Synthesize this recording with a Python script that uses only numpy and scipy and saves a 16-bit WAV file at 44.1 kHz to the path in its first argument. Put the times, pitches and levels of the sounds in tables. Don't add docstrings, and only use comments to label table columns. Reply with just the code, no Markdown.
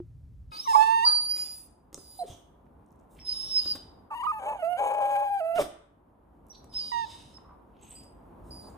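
import sys
import numpy as np
from scipy import signal
from scipy.fft import rfft, irfft
from scipy.io import wavfile
from scipy.ndimage import uniform_filter1d

SR = 44100
rng = np.random.default_rng(int(sys.argv[2]) if len(sys.argv) > 2 else 0)


def unload_wav(signal):
    wavfile.write(
        sys.argv[1],
        SR,
        np.round(np.clip(np.atleast_2d(signal).T, -1, 1) * 32767).astype(np.int16),
    )


N = 387153
TIME_S = np.arange(N) / SR
BAND_LIMIT_HZ, ATTACK_S = 15400, 0.0033

# time_s, pitch_hz, level_db, overtones_db, roughness (0-1), left_minus_right_db
CLEAR_WHINE = [(0.748, 952, -13.5, -33.5, 0.08, -15.5), (0.76, 853.4, -14.5, -40.5, 0.01, -18),
               (0.82, 874.4, -14, -21.5, 0.02, -10), (0.85, 889, -28.5, -14.5, 0.03, -10.5),
               (0.89, 892, -20, -19.5, 0.01, -7.5), (0.975, 918, -22, -17, 0, -6.5),
               (1.015, 898, -25.5, -13.5, 0, -8.5), (1.042, 939, -23, -15.5, 0.07, -10),
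               (1.057, 1014, -20.5, -35.5, 0, -7)]
YODEL = [(4.107, 901, -37.5, -14, 0.17, 4), (4.147, 896, -39.5, -10, 0.11, 0),
         (4.16, 980, -36.5, -13, 0.037, 8.5), (4.182, 908, -39, -6.5, .06, 6),
         (4.201, 1007, -33, -12, 0.036, 8), (4.216, 914, -34.5, -8, .06, 1),
         (4.232, 1066, -30, -16, 0.098, 17), (4.239, 1184, -27, -16.5, 0.24, -4),
         (4.247, 1136, -29.5, -19.5, 0.14, -9), (4.251, 951, -32.5, -13.5, 0.044, -21),
         (4.266, 989, -27, -17.5, 0.075, -23), (4.27, 1232, -25, -15, 0.09, -2),
         (4.315, 1239, -28.5, -17, 0.074, -2.5), (4.323, 881, -38, -12, 0.097, 3.5),
         (4.385, 864, -38, -11, 0.064, -1), (4.402, 793, -42.5, -8.5, 0.6, 7),
         (4.45, 773, -39.5, -12.5, 1, 0), (4.469, 848, -31, -13, 0.5, 0.5),
         (4.511, 884, -32, -16.5, 0.44, 1), (4.544, 840, -36.5, -18.5, 0.97, 3.5),
         (4.592, 762, -56, 0.5, 0.75, -14)]
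HOWL = [(4.588, 739, -37.5, -14, 0.14, -13), (4.618, 714, -38.5, -11, 0.12, 1),
        (4.63, 644.6, -27, -22, 0.055, -5.5), (4.72, 722.5, -26, -24, 0.037, -14.5),
        (4.766, 704, -30, -16.5, 0.067, -10), (4.776, 760, -38.5, -5, 0.47, 4),
        (4.8, 827.4, -26, -15.5, 0.63, 3.5), (4.861, 815.4, -29, -17, 0.866, 3.5),
        (4.976, 823.7, -29, -16.5, 0.58, 3.5), (5.053, 805.5, -28, -16.5, 0.42, 4.5),
        (5.1, 816, -29.5, -12.5, 0.43, 5), (5.146, 810.6, -27, -14, 0.27, 5),
        (5.225, 822.6, -28, -15, 0.34, 3), (5.293, 807, -31, -14, 0.054, 3),
        (5.369, 797, -26.5, -18, 0.045, 6), (5.395, 787, -33.5, -12.5, 0.1, -7),
        (5.412, 640.6, -27.5, -22, 0.048, -5), (5.5, 670, -27.5, -22, 0.021, -7),
        (5.556, 677.4, -26.5, -19, 0.048, -7.5), (5.579, 734.2, -24, -14, 0.14, -8),
        (5.593, 601, -21.5, -24, 0.79, 1), (5.628, 557, -40.5, 2, 0.83, 0)]
SHORT_NOTES = [ (0.516, 0.14, 1220, 1289, 1195, -55, -23, -8.5, 0.38, 2.5),
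               (0.651, 0.032, 1200, 1110, 1050, -40.5, 13, -19, 0, 12),
               (0.672, 0.061, 922, 916, 878, -24, 1.5, -24.5, 0.01, -3.5),
               (0.729, 0.035, 1064, 1113, 1250, -20.5, 16.5, -31.5, 0.03, -5),
               (1.061, 0.11, 1250, 1243, 1239, -38, -16, -38.5, 0.39, 2),
               (2.188, 0.048, 741, 730, 702, -33, 11, -49, 0.11, -4.5),
               (2.23, 0.0327, 575, 440, 350, -42, -10, -38, 0.65, 0),
               (4.103, 0.049, 1184, 1197, 1130, -39, 11.5, -17, 0.29, -3.5),
               (6.916, 0.14, 947, 935, 916, -31, -5, -22.5, 0, -8.5), ]
# start_s, nasal_share (0-1), left_lead_samples
POSTURE = [(0, .55, 20), (2, .8, 6), (4, 0, 7), (6, .9, 20)]
# freq_hz, gain_db
MOUTH_RESPONSE = [(1300, 5.5), (1750, -6), (2000, -6), (2400, -6.5), (2800, 0.5), (3500, -23.5),
                  (4700, -18.5), (5600, -34.5), (6050, -32), (6500, -23), (7100, -25), (7550, -34),
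                  (8000, -15.5), (8600, -19.5), (9300, -15), (9950, -11.5), (10500, -28.5), (11300, -12),
                  (12300, -32.5), (13600, -35), (15000, -45.5)]
NOSE_RESPONSE = [(1300, 5.5), (1850, 15), (2750, 4.5), (3700, 8.5), (4600, -1), (5600, -2.5), (6500, -7.5),
                 (7300, -22), (8400, -15.5), (11000, -24), (13000, -38.5)]
# centre_hz, width_hz, gain_db
RASP_MODES = [(1280, 430, -13.5), (2268, 140, 0), (3000, 400, -6.5), (3700, 670, -17), (6500, 540, -15),
              (7200, 340, -15.5), (8000, 300, -11.5), (9840, 350, -5), (11200, 530, -17.5),
              (13900, 1200, -27)]
RATTLE_MODES = [(480, 220, 0)]
NASAL_MODES = [(1128, 230, -8), (3027, 250, 2.5), (3800, 400, 9.5), (5050, 600, 4), (6490, 300, -3),
               (14600, 600, -15.5)]

# time_s, pitch_hz, level_db
WHISTLE_THEN_OVERTONE = [(0.519, 4645, -75), (0.534, 4617, -51), (0.567, 4541, -48.5), (0.604, 5218, -33.5),
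                         (0.622, 5467, -56.5), (0.653, 5868, -45), (0.662, 5690, -61), (0.696, 5420, -45),
                         (0.734, 5120, -43), (0.88, 5411, -60.5)]
# time_s, pitch_hz, level_db
STEADY_WHISTLE = [(1.045, 4780, -38.5), (1.053, 4700, -24), (1.081, 4703, -19.5), (1.189, 4642, -29),
                  (1.275, 4720, -34), (1.321, 4828, -27), (1.379, 4846, -37), (1.399, 4853, -31),
                  (1.56, 4894, -53), (1.68, 4844, -75.5)]
WAVERING_WHISTLE = [(3.246, 5170, -54), (3.295, 5030, -28.5), (3.308, 4970, -40), (3.327, 5000, -30),
                    (3.344, 5184, -40), (3.43, 5254, -36.5), (3.485, 5360, -44.5), (3.535, 5210, -28),
                    (3.551, 5220, -31), (3.57, 5116, -21.5), (3.597, 4976, -25), (3.641, 4833, -46.5),
                    (3.671, 4920, -30), (3.721, 4888, -28.5), (3.742, 4420, -57)]
SHORT_WHISTLE = [(6.735, 4850, -56), (6.754, 5090, -35), (6.767, 5140, -31.5), (6.823, 4795, -37),
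                 (6.917, 4890, -45), (6.925, 4900, -56)]
# octave_db, third_re_octave_db
CURVE_PARTIALS = [(-63.5, 12), (-45, 3.5), (-53.5, 4.5), (-66.5, -2)]
# start_s, length_s, first_hz, middle_hz, last_hz, level_db, change_db, octave_db
SQUEAKS = [(1.98, 0.25, 4990, 4880, 4840, -59.5, 0, -57), (2.19, 0.044, 4040, 4100, 4210, -56, -11.5, -56),
           (3.195, 0.062, 5340, 5290, 5120, -56.5, -2.5, -78),
           (6.498, 0.031, 5530, 5800, 5660, -53, -10, -77), (6.527, 0.14, 5760, 5800, 5670, -71, -16, -87),
           (6.692, 0.06, 5250, 5050, 4870, -61, 20, -74), (7.335, 0.0435, 5350, 5260, 5090, -55, 22.5, -79),
           (7.953, 0.18, 4830, 4875, 4950, -65, -21.5, -73),
           (8.506, 0.19, 4900, 4844, 4835, -54, -13, -62.5)]

# start_s, length_s, hiss_db, change_db, brightness_db, resonance_db
BREATHS = [(0.507, 0.19, -56, -4, 8, -53.5), (0.671, 0.13, -47.5, 0, -1, -58),
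           (0.784, 0.44, -64, -13.5, -8, -65), (1.049, 0.32, -67.5, 4, 9, -66.5),
           (1.339, 0.13, -50.5, -6.5, -6.5, -77), (1.461, 0.13, -55, -1, 6, -81),
           (1.957, 0.22, -61, 11.5, 7.5, -75), (2.257, 0.033, -53.5, -12, -4, -61),
           (3.087, 0.14, -69, -9, 9.5, -90), (3.24, 0.44, -61.5, 4, -4, -53.5),
           (3.646, 0.057, -52, 3.5, 11, -52), (6.715, 0.18, -62.5, 2, 0, -54.5),
           (6.906, 0.22, -70, 0, -8, -56), (7.074, 0.26, -63, -16, -11, -62),
           (8.432, 0.27, -68.5, 0.5, 4, -85)]
# peak_s, rise_s, decay_s, push_db, hiss_db
HUFFS = [(2.304, 0.027, 0.063, -52.5, -68), (3.657, 0.0028, 0.0059, -39.5, -51.5),
         (3.756, 0.003, 0.0096, -41.5, -44), (5.561, 0.0077, 0.012, -47, -44),
         (5.616, 0.026, 0.024, -37.5, -37.5)]
# peak_s, half_length_s, centre_hz, width_hz, level_db
SNIFFS = [(2.315, 0.052, 3250, 504, -60), (2.32, 0.037, 6240, 1205, -59), (2.668, 0.0035, 1290, 1096, -64),
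          (3.196, 0.03, 2460, 1800, -65), (6.554, 0.018, 4146, 940, -56), (7.382, 0.0053, 1030, 493, -54),
          (7.494, 0.056, 1040, 301, -58), (7.849, 0.039, 6460, 297, -67.5), (7.833, 0.017, 7840, 900, -61),
          (7.934, 0.045, 8060, 480, -50.5), (7.892, 0.1, 2770, 1400, -64), (7.932, 0.081, 11900, 1197, -70),
          (8.654, 0.026, 4330, 1200, -69)]
# freq_hz, density_db
NOSTRIL_HISS = [(1500, -13), (2500, -7), (4500, -6.5), (6500, -4), (9000, 1.5), (10500, -2.5), (12000, -12),
                (15000, -8.5)]
THROAT_PUSH = [(30, -1), (130, -6), (300, 4), (600, -4), (1300, -14.5), (2000, -26.5), (5000, -25.5)]
SNORT_HISS = [(500, 15), (2500, 5), (3700, 11.5), (4300, -2), (5000, 8), (7300, -1.5), (8200, 8),
              (10500, -0.5), (15000, -5)]

# start_s, click_gain_db, knock_db
CLICKS = [(1.074, -24, -47), (1.929, -29, -43), (1.9444, -5.5, -42), (1.977, -34.5, -42),
          (2.656, -63.5, -77), (6.643, -32, -51.5)]
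# freq_hz, gain_db, t60_s
CLICK_MODES = [(3640, -3.5, 0.006), (5455, 4.5, 0.007), (6480, 10.5, 0.0052), (8250, 11.5, 0.0047),
               (9500, -2.5, 0.0045), (13000, -6, 0.0033)]
# start_s, length_s, max_tick_db
LICKS = [(2.85, 0.33, -64.5), (6.461, 0.19, -61.5), (7.797, 0.25, -56.5)]
# start_s, pitch_hz, peak_db, t60_s
BLIP_AND_BUMPS = [(0.002, 348, -30, 0.08), (2.3, 107, -31.5, 0.03), (2.324, 97, -43, 0.13)]

# freq_hz, t60_s
ROOM_DECAY = [(200, .4), (700, 0.52), (1500, 0.75), (5000, 0.41), (9000, 0.43), (15000, 0.15)]
# time_s, gain_db
FLOOR_GAIN = [(0.55, -63), (1.83, -64.5), (3.93, -57.5), (4.09, -60.5), (4.87, -64.5), (5.92, -67),
              (6.69, -58), (7.74, -60), (8.75, -52)]
# freq_hz, density_db
RUMBLE = [(20, -29), (33, -21), (46, 1), (65, -1.5), (110, -7.5), (170, -8.5), (260, -8.5), (450, -20),
          (1200, -58)]
WASH = [(100, -11), (300, 6), (500, 2), (950, 2.5), (1300, -7.5), (1900, -20), (3500, -30.5), (6000, -47.5),
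        (11000, -31), (15000, -39.5)]
MUFFLED_RUMBLE = [(20, -43), (54, -1), (93, -7), (137, -7.5), (197, -23.5), (263, -26), (349, -37),
                  (1460, -54), (2730, -60), (12000, -65), (15600, -70), (22000, -120)]


def whine(gate, hz, level_db, overtones_db, rough, pan_db, nasal,
          beat_ratio=0.296, beat_depth=0.59, beat_swing_rad=0.33, rasp_db=-4.5, rattle_db=-8):
    size, rough, oral = len(hz), np.clip(rough, 0, 1), 1 - nasal
    hoarse, strain, chaos = np.tanh(3 * rough), np.tanh(9 * rough ** 2), 0.6 * rough ** 2
    hz = hz * (1 + (0.0018 + 0.01 * hoarse) * wander(size, 65))
    hz = hz * (1 + 0.007 * oral ** 2 * wander(size, 40))
    overtones_db = overtones_db + 2 * oral * wander(size, 30)
    phase = phase_rad(hz)
    beat = phase_rad(beat_ratio * hz * (1 + 0.37 * rough ** 2 * wander(size, 60)))
    swing_rad = chaos * wander(size, 190) - beat_swing_rad * strain * np.sin(beat)
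    swell = 1 + beat_depth * strain * np.cos(beat) + chaos * wander(size, 200)
    loose_phase = phase + (0.03 * oral ** 2 + 0.11 * hoarse) * wander(size, 450)
    overtones = 0
    for k in range(2, 19):
        tract_db = oral * lookup(MOUTH_RESPONSE, k * hz) + nasal * lookup(NOSE_RESPONSE, k * hz)
        flicker_db = 0.45 * min(k, 6) * oral * wander(size, 22)
        loss_db = 2 * rough * max(k - 4, 0) + 4.5 * oral ** 2 * (4 < k < 13)
        gain = amp(tract_db + flicker_db - loss_db) * (k * hz < BAND_LIMIT_HZ)
        overtones += (1 + swell) / 2 * gain * np.cos(k * loose_phase + swing_rad)
    leak = (0.14 * oral + rough) * amp(1.2 * wander(size, 8))
    rasp = amp(rasp_db) * leak * turbulence(RASP_MODES, size, flow=1 + np.cos(phase))
    rattle = amp(rattle_db) * rough ** 2 * turbulence(RATTLE_MODES, size)
    fundamental = np.sqrt(2) * swell * np.cos(phase + swing_rad)
    voice = fundamental + amp(overtones_db) * (overtones + rasp) + rattle
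    envelope = gate * amp(level_db + 1.1 * oral * wander(size, 25))
    snout = signal.butter(4, 450, "high", fs=SR, output="sos")
    sides = amp(np.array([[0.5], [-0.5]]) * pan_db)
    return signal.sosfilt(snout, envelope * voice) * sides / np.sqrt((sides ** 2).mean(0))


def voiced_notes(scoop=0.056, scoop_s=0.0058, droop=0.054, droop_s=0.022):
    for curve in [CLEAR_WHINE, YODEL, HOWL]:
        gate, columns = curve_controls(curve)
        yield curve[0][0], gate, *columns
    for start_s, *shape, overtones_db, rough, pan_db in SHORT_NOTES:
        gate, hz, level_db = note_controls(*shape)
        t = np.arange(len(hz)) / SR
        bend = 1 + scoop * np.exp(-t / scoop_s) - droop * np.exp(-t[::-1] / droop_s)
        yield start_s, gate, hz * bend, level_db, overtones_db, rough, pan_db


def whistle(gate, hz, level_db, octave_db, third_db=-3, pure_above_db=-35, octave_db_per_db=0.25):
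    size = len(hz)
    octave_db = octave_db + octave_db_per_db * (level_db - level_db.mean())
    weakness = 1 / (1 + amp(level_db - pure_above_db) ** 2)
    sputter = 1 + (0.008 + 0.2 * weakness) * (wander(size, 170) + 1j * wander(size, 170))
    glide_hz_per_s = uniform_filter1d(abs(np.gradient(hz)), 1000) * SR
    hz = hz * (1 + 0.001 * wander(size, 90))
    level_db = level_db + 1.5 * wander(size, 32)
    octave_db = octave_db + 1.8 * wander(size, 90) + 2 * wander(size, 18)
    phase = phase_rad(hz)
    ragged_phase = phase + (0.05 + 0.14 * np.minimum(glide_hz_per_s / 3000, 1)) * wander(size, 350)
    third = amp(third_db) * formants(NASAL_MODES, 3 * hz) * np.cos(3 * ragged_phase)
    tone = amp(level_db) * (sputter * np.exp(1j * phase)).real
    return np.sqrt(2) * gate * (tone + amp(octave_db) * (np.cos(2 * ragged_phase) + third))


def high_tones(long_gain_db=2):
    out = np.zeros(N)
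    curves = [WHISTLE_THEN_OVERTONE, STEADY_WHISTLE, WAVERING_WHISTLE, SHORT_WHISTLE]
    for curve, partials_db in zip(curves, CURVE_PARTIALS):
        gate, (hz, level_db) = curve_controls(curve)
        add(out, curve[0][0], whistle(gate, hz, level_db + long_gain_db, *partials_db))
    for start_s, *shape, octave_db in SQUEAKS:
        add(out, start_s, whistle(*note_controls(*shape), octave_db))
    return out


def breaths(attack_s=0.032, release_db_per_s=194.5, flutter_db=1.1,
            bright_hz=8040, ripple_hz=220, flare=0.011):
    out = np.zeros(N)
    for start_s, length_s, hiss_db, change_db, bright_db, resonance_db in BREATHS:
        t = np.arange(0, length_s + 0.43, 1 / SR)
        hz = np.fft.rfftfreq(len(t), 1 / SR)
        progress, hiss = np.minimum(t / length_s, 1), 0
        for fade in np.sqrt([1 - progress, progress]):
            ripple_db = np.interp(hz / ripple_hz, np.arange(256), rng.uniform(-11, 5.5, 256))
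            colour_db = lookup(NOSTRIL_HISS, hz) + bright_db * hz / bright_hz + ripple_db
            hiss += fade * coloured(rng.standard_normal(len(t)), amp(colour_db))
        passages = [(f * (1 + flare * rng.uniform(-1, 1)), width, db) for f, width, db in NASAL_MODES]
        air = amp(hiss_db) * hiss + amp(resonance_db) * turbulence(passages, len(t))
        gain_db = change_db * (progress - 0.5) - release_db_per_s * np.maximum(t - length_s, 0)
        gain_db += flutter_db * wander(len(t), 35)
        add(out, start_s, np.minimum(t / attack_s, 1) * amp(gain_db) * air)
    return out


def huffs():
    push, hiss, out = noise(THROAT_PUSH), noise(SNORT_HISS), np.zeros(N)
    for peak_s, rise_s, decay_s, push_db, hiss_db in HUFFS:
        t = TIME_S - peak_s
        envelope = np.exp(-np.where(t < 0, (t / rise_s) ** 2, t / decay_s))
        out += envelope * (amp(push_db) * push + amp(hiss_db) * hiss)
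    return out


def sniffs(sputter_db=4):
    out = np.zeros(N)
    for peak_s, half_s, hz, width_hz, level_db in SNIFFS:
        t = np.arange(-3 * half_s, 3 * half_s, 1 / SR)
        b, a = signal.iirpeak(hz, hz / width_hz, fs=SR)
        air = signal.lfilter(b, a, signal.lfilter(b, a, rng.standard_normal(len(t))))
        air *= amp(sputter_db * wander(len(t), 70))
        add(out, peak_s + t[0], amp(level_db) * unit_rms(air) * np.exp(-(t / half_s) ** 2))
    return out


def mouth_clicks(base_db=-16, knock_t60_s=0.041, splash=0.12, splash_t60_s=0.028):
    out, t = np.zeros(N), np.arange(SR // 20) / SR
    low_noise = noise(THROAT_PUSH)
    for start_s, click_db, knock_db in CLICKS:
        ring = sum((-1) ** k * amp(db - 60 * t / t60_s) * np.sin(2 * np.pi * hz * t)
                   for k, (hz, db, t60_s) in enumerate(CLICK_MODES))
        ring += splash * rng.standard_normal(len(t)) * amp(-60 * t / splash_t60_s)
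        knock = low_noise[round(start_s * SR):][:len(t)] * amp(knock_db - 60 * t / knock_t60_s)
        add(out, start_s, amp(base_db + click_db) * ring / abs(ring).max() + knock)
    return out


def licks(ticks_per_lick=26, centre_hz=9100, t60_s=0.01, range_db=20):
    out, t = np.zeros(N), np.arange(SR // 100) / SR
    for start_s, length_s, max_db in LICKS:
        for when, pitch, softness in rng.random((ticks_per_lick, 3)):
            hz = centre_hz * 2 ** (pitch - 0.5)
            tick = turbulence([(hz, hz / 2, 0)], len(t)) * amp(-60 * t / t60_s)
            add(out, start_s + when * length_s, amp(max_db - range_db * softness) * tick)
    return out


def blip_and_bumps():
    out, t = np.zeros(N), np.arange(SR // 5) / SR
    for start_s, hz, peak_db, t60_s in BLIP_AND_BUMPS:
        add(out, start_s, amp(peak_db - 60 * t / t60_s) * np.sin(2 * np.pi * hz * t))
    return out


def room(x, gap_s=0.0031, echoes_per_s=3000, coherent_hz=450):
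    taps = rng.choice([-1., 1.], (2, SR)) * (rng.random((2, SR)) < echoes_per_s / SR)
    taps *= np.arange(SR) > gap_s * SR
    hz, t, (left, right) = signal.stft(taps, SR, nperseg=256)
    coherence = np.exp(-(hz[:, None] / coherent_hz) ** 2)
    right = coherence * left + np.sqrt(1 - coherence ** 2) * right
    decay = amp(-60 * t / lookup(ROOM_DECAY, hz)[:, None])
    tail = signal.istft(np.array([left, right]) * decay, SR, nperseg=256)[1]
    return signal.fftconvolve(x[None], tail / np.linalg.norm(tail[0]), axes=1)[:, :N]


def background(rumble_gain_db=2, muffled_db=-48.5, muffled_until_s=0.515):
    rumble = stereo_noise(RUMBLE, spread=0.2)
    wash = unit_rms(stereo_noise(WASH, spread=1.9))
    rumble *= amp(rumble_gain_db + 1.5 * wander(N, 8))
    wash *= amp(0.57 * wander(N, 16))
    floor = amp(np.interp(TIME_S, *np.transpose(FLOOR_GAIN))) * (rumble + wash)
    muffled = amp(muffled_db) * stereo_noise(MUFFLED_RUMBLE, spread=0.3)
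    opened = np.clip((TIME_S - muffled_until_s) / ATTACK_S, 0, 1)
    return opened * floor + (1 - opened) * muffled


def curve_controls(rows, fade_s=0.0045):
    times_s, *columns = np.transpose(rows)
    t = np.arange(times_s[0], times_s[-1], 1 / SR)
    gate = np.clip(np.minimum(t - t[0], t[-1] - t) / fade_s, 0, 1)
    return gate, [np.interp(t, times_s, column) for column in columns]


def note_controls(length_s, first_hz, middle_hz, last_hz, level_db, change_db,
                  release_s=0.0065, swell_db=4.5):
    t = np.arange(0, length_s, 1 / SR)
    progress = t / length_s
    bow = 4 * progress * (1 - progress)
    hz = first_hz + (last_hz - first_hz) * progress + (middle_hz - (first_hz + last_hz) / 2) * bow
    gate = np.clip(np.minimum(t / ATTACK_S, (length_s - t) / release_s), 0, 1)
    return gate, hz, level_db + change_db * (progress - 0.5) + swell_db * (bow - 0.5)


def turbulence(modes, size, flow=1):
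    return coloured(flow * rng.standard_normal(size), formants(modes, np.fft.rfftfreq(size, 1 / SR)))


def formants(modes, hz):
    return np.sqrt(sum((amp(db) / (1 + (2 * (hz - f) / width) ** 2)) ** 2 for f, width, db in modes))


def noise(spectrum):
    return coloured(rng.standard_normal(N), amp(lookup(spectrum, np.fft.rfftfreq(N, 1 / SR))))


def stereo_noise(spectrum, spread):
    return noise(spectrum) + spread * np.array([noise(spectrum), noise(spectrum)])


def coloured(x, gains):
    return unit_rms(irfft(rfft(x) * gains, len(x)))


def wander(size, rate_hz):
    lowpass = signal.butter(4, rate_hz, fs=SR, output="sos")
    return unit_rms(signal.sosfilt(lowpass, rng.standard_normal(size + SR // 4)))[-size:]


def lookup(points, hz):
    table_hz, values = np.transpose(points)
    return np.interp(np.log(hz + 1), np.log(table_hz), values)


def phase_rad(hz):
    return 2 * np.pi * np.cumsum(hz) / SR


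def amp(db):
    return 10 ** (np.asarray(db) / 20)


def unit_rms(x):
    return x / np.sqrt(np.mean(abs(x) ** 2) + 1e-20)


def add(mix, start_s, sound):
    part = mix[..., round(start_s * SR):][..., :sound.shape[-1]]
    part += sound[..., :part.shape[-1]]


def mic_delays(pair, lag_samples):
    return np.array([np.pad(x, (lag, 0))[:len(x)] for x, lag in zip(pair, lag_samples)])


def scene(voice_send_db=-15, high_send_db=-13, air_send_db=-4, burst_send_db=-7):
    voice, direct = np.zeros((2, N)), np.zeros((2, N))
    for start_s, *controls in voiced_notes():
        _, nasal, lead_samples = [pose for pose in POSTURE if pose[0] <= start_s][-1]
        note = whine(*controls, nasal)
        add(voice, start_s, note)
        add(direct, start_s, mic_delays(note, (0, lead_samples)))
    highs = high_tones()
    air = breaths() + sniffs()
    bursts = huffs() + mouth_clicks() + licks()
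    direct += mic_delays(highs * amp([[-2.8], [1.6]]), (3, 0))
    direct += (air + bursts) * amp([[-1.6], [0.8]]) + blip_and_bumps()
    off_axis = signal.butter(2, 1400, fs=SR, output="sos")
    send = amp(voice_send_db) * signal.sosfilt(off_axis, voice.mean(0))
    send += amp(high_send_db) * highs + amp(air_send_db) * air + amp(burst_send_db) * bursts
    return direct + room(send) + background()


def record(dry):
    lowpass = signal.firwin(511, BAND_LIMIT_HZ, window=("kaiser", 9), fs=SR)
    return signal.oaconvolve(dry, lowpass[None], "same")


dry = scene()
out = record(dry)
unload_wav(out)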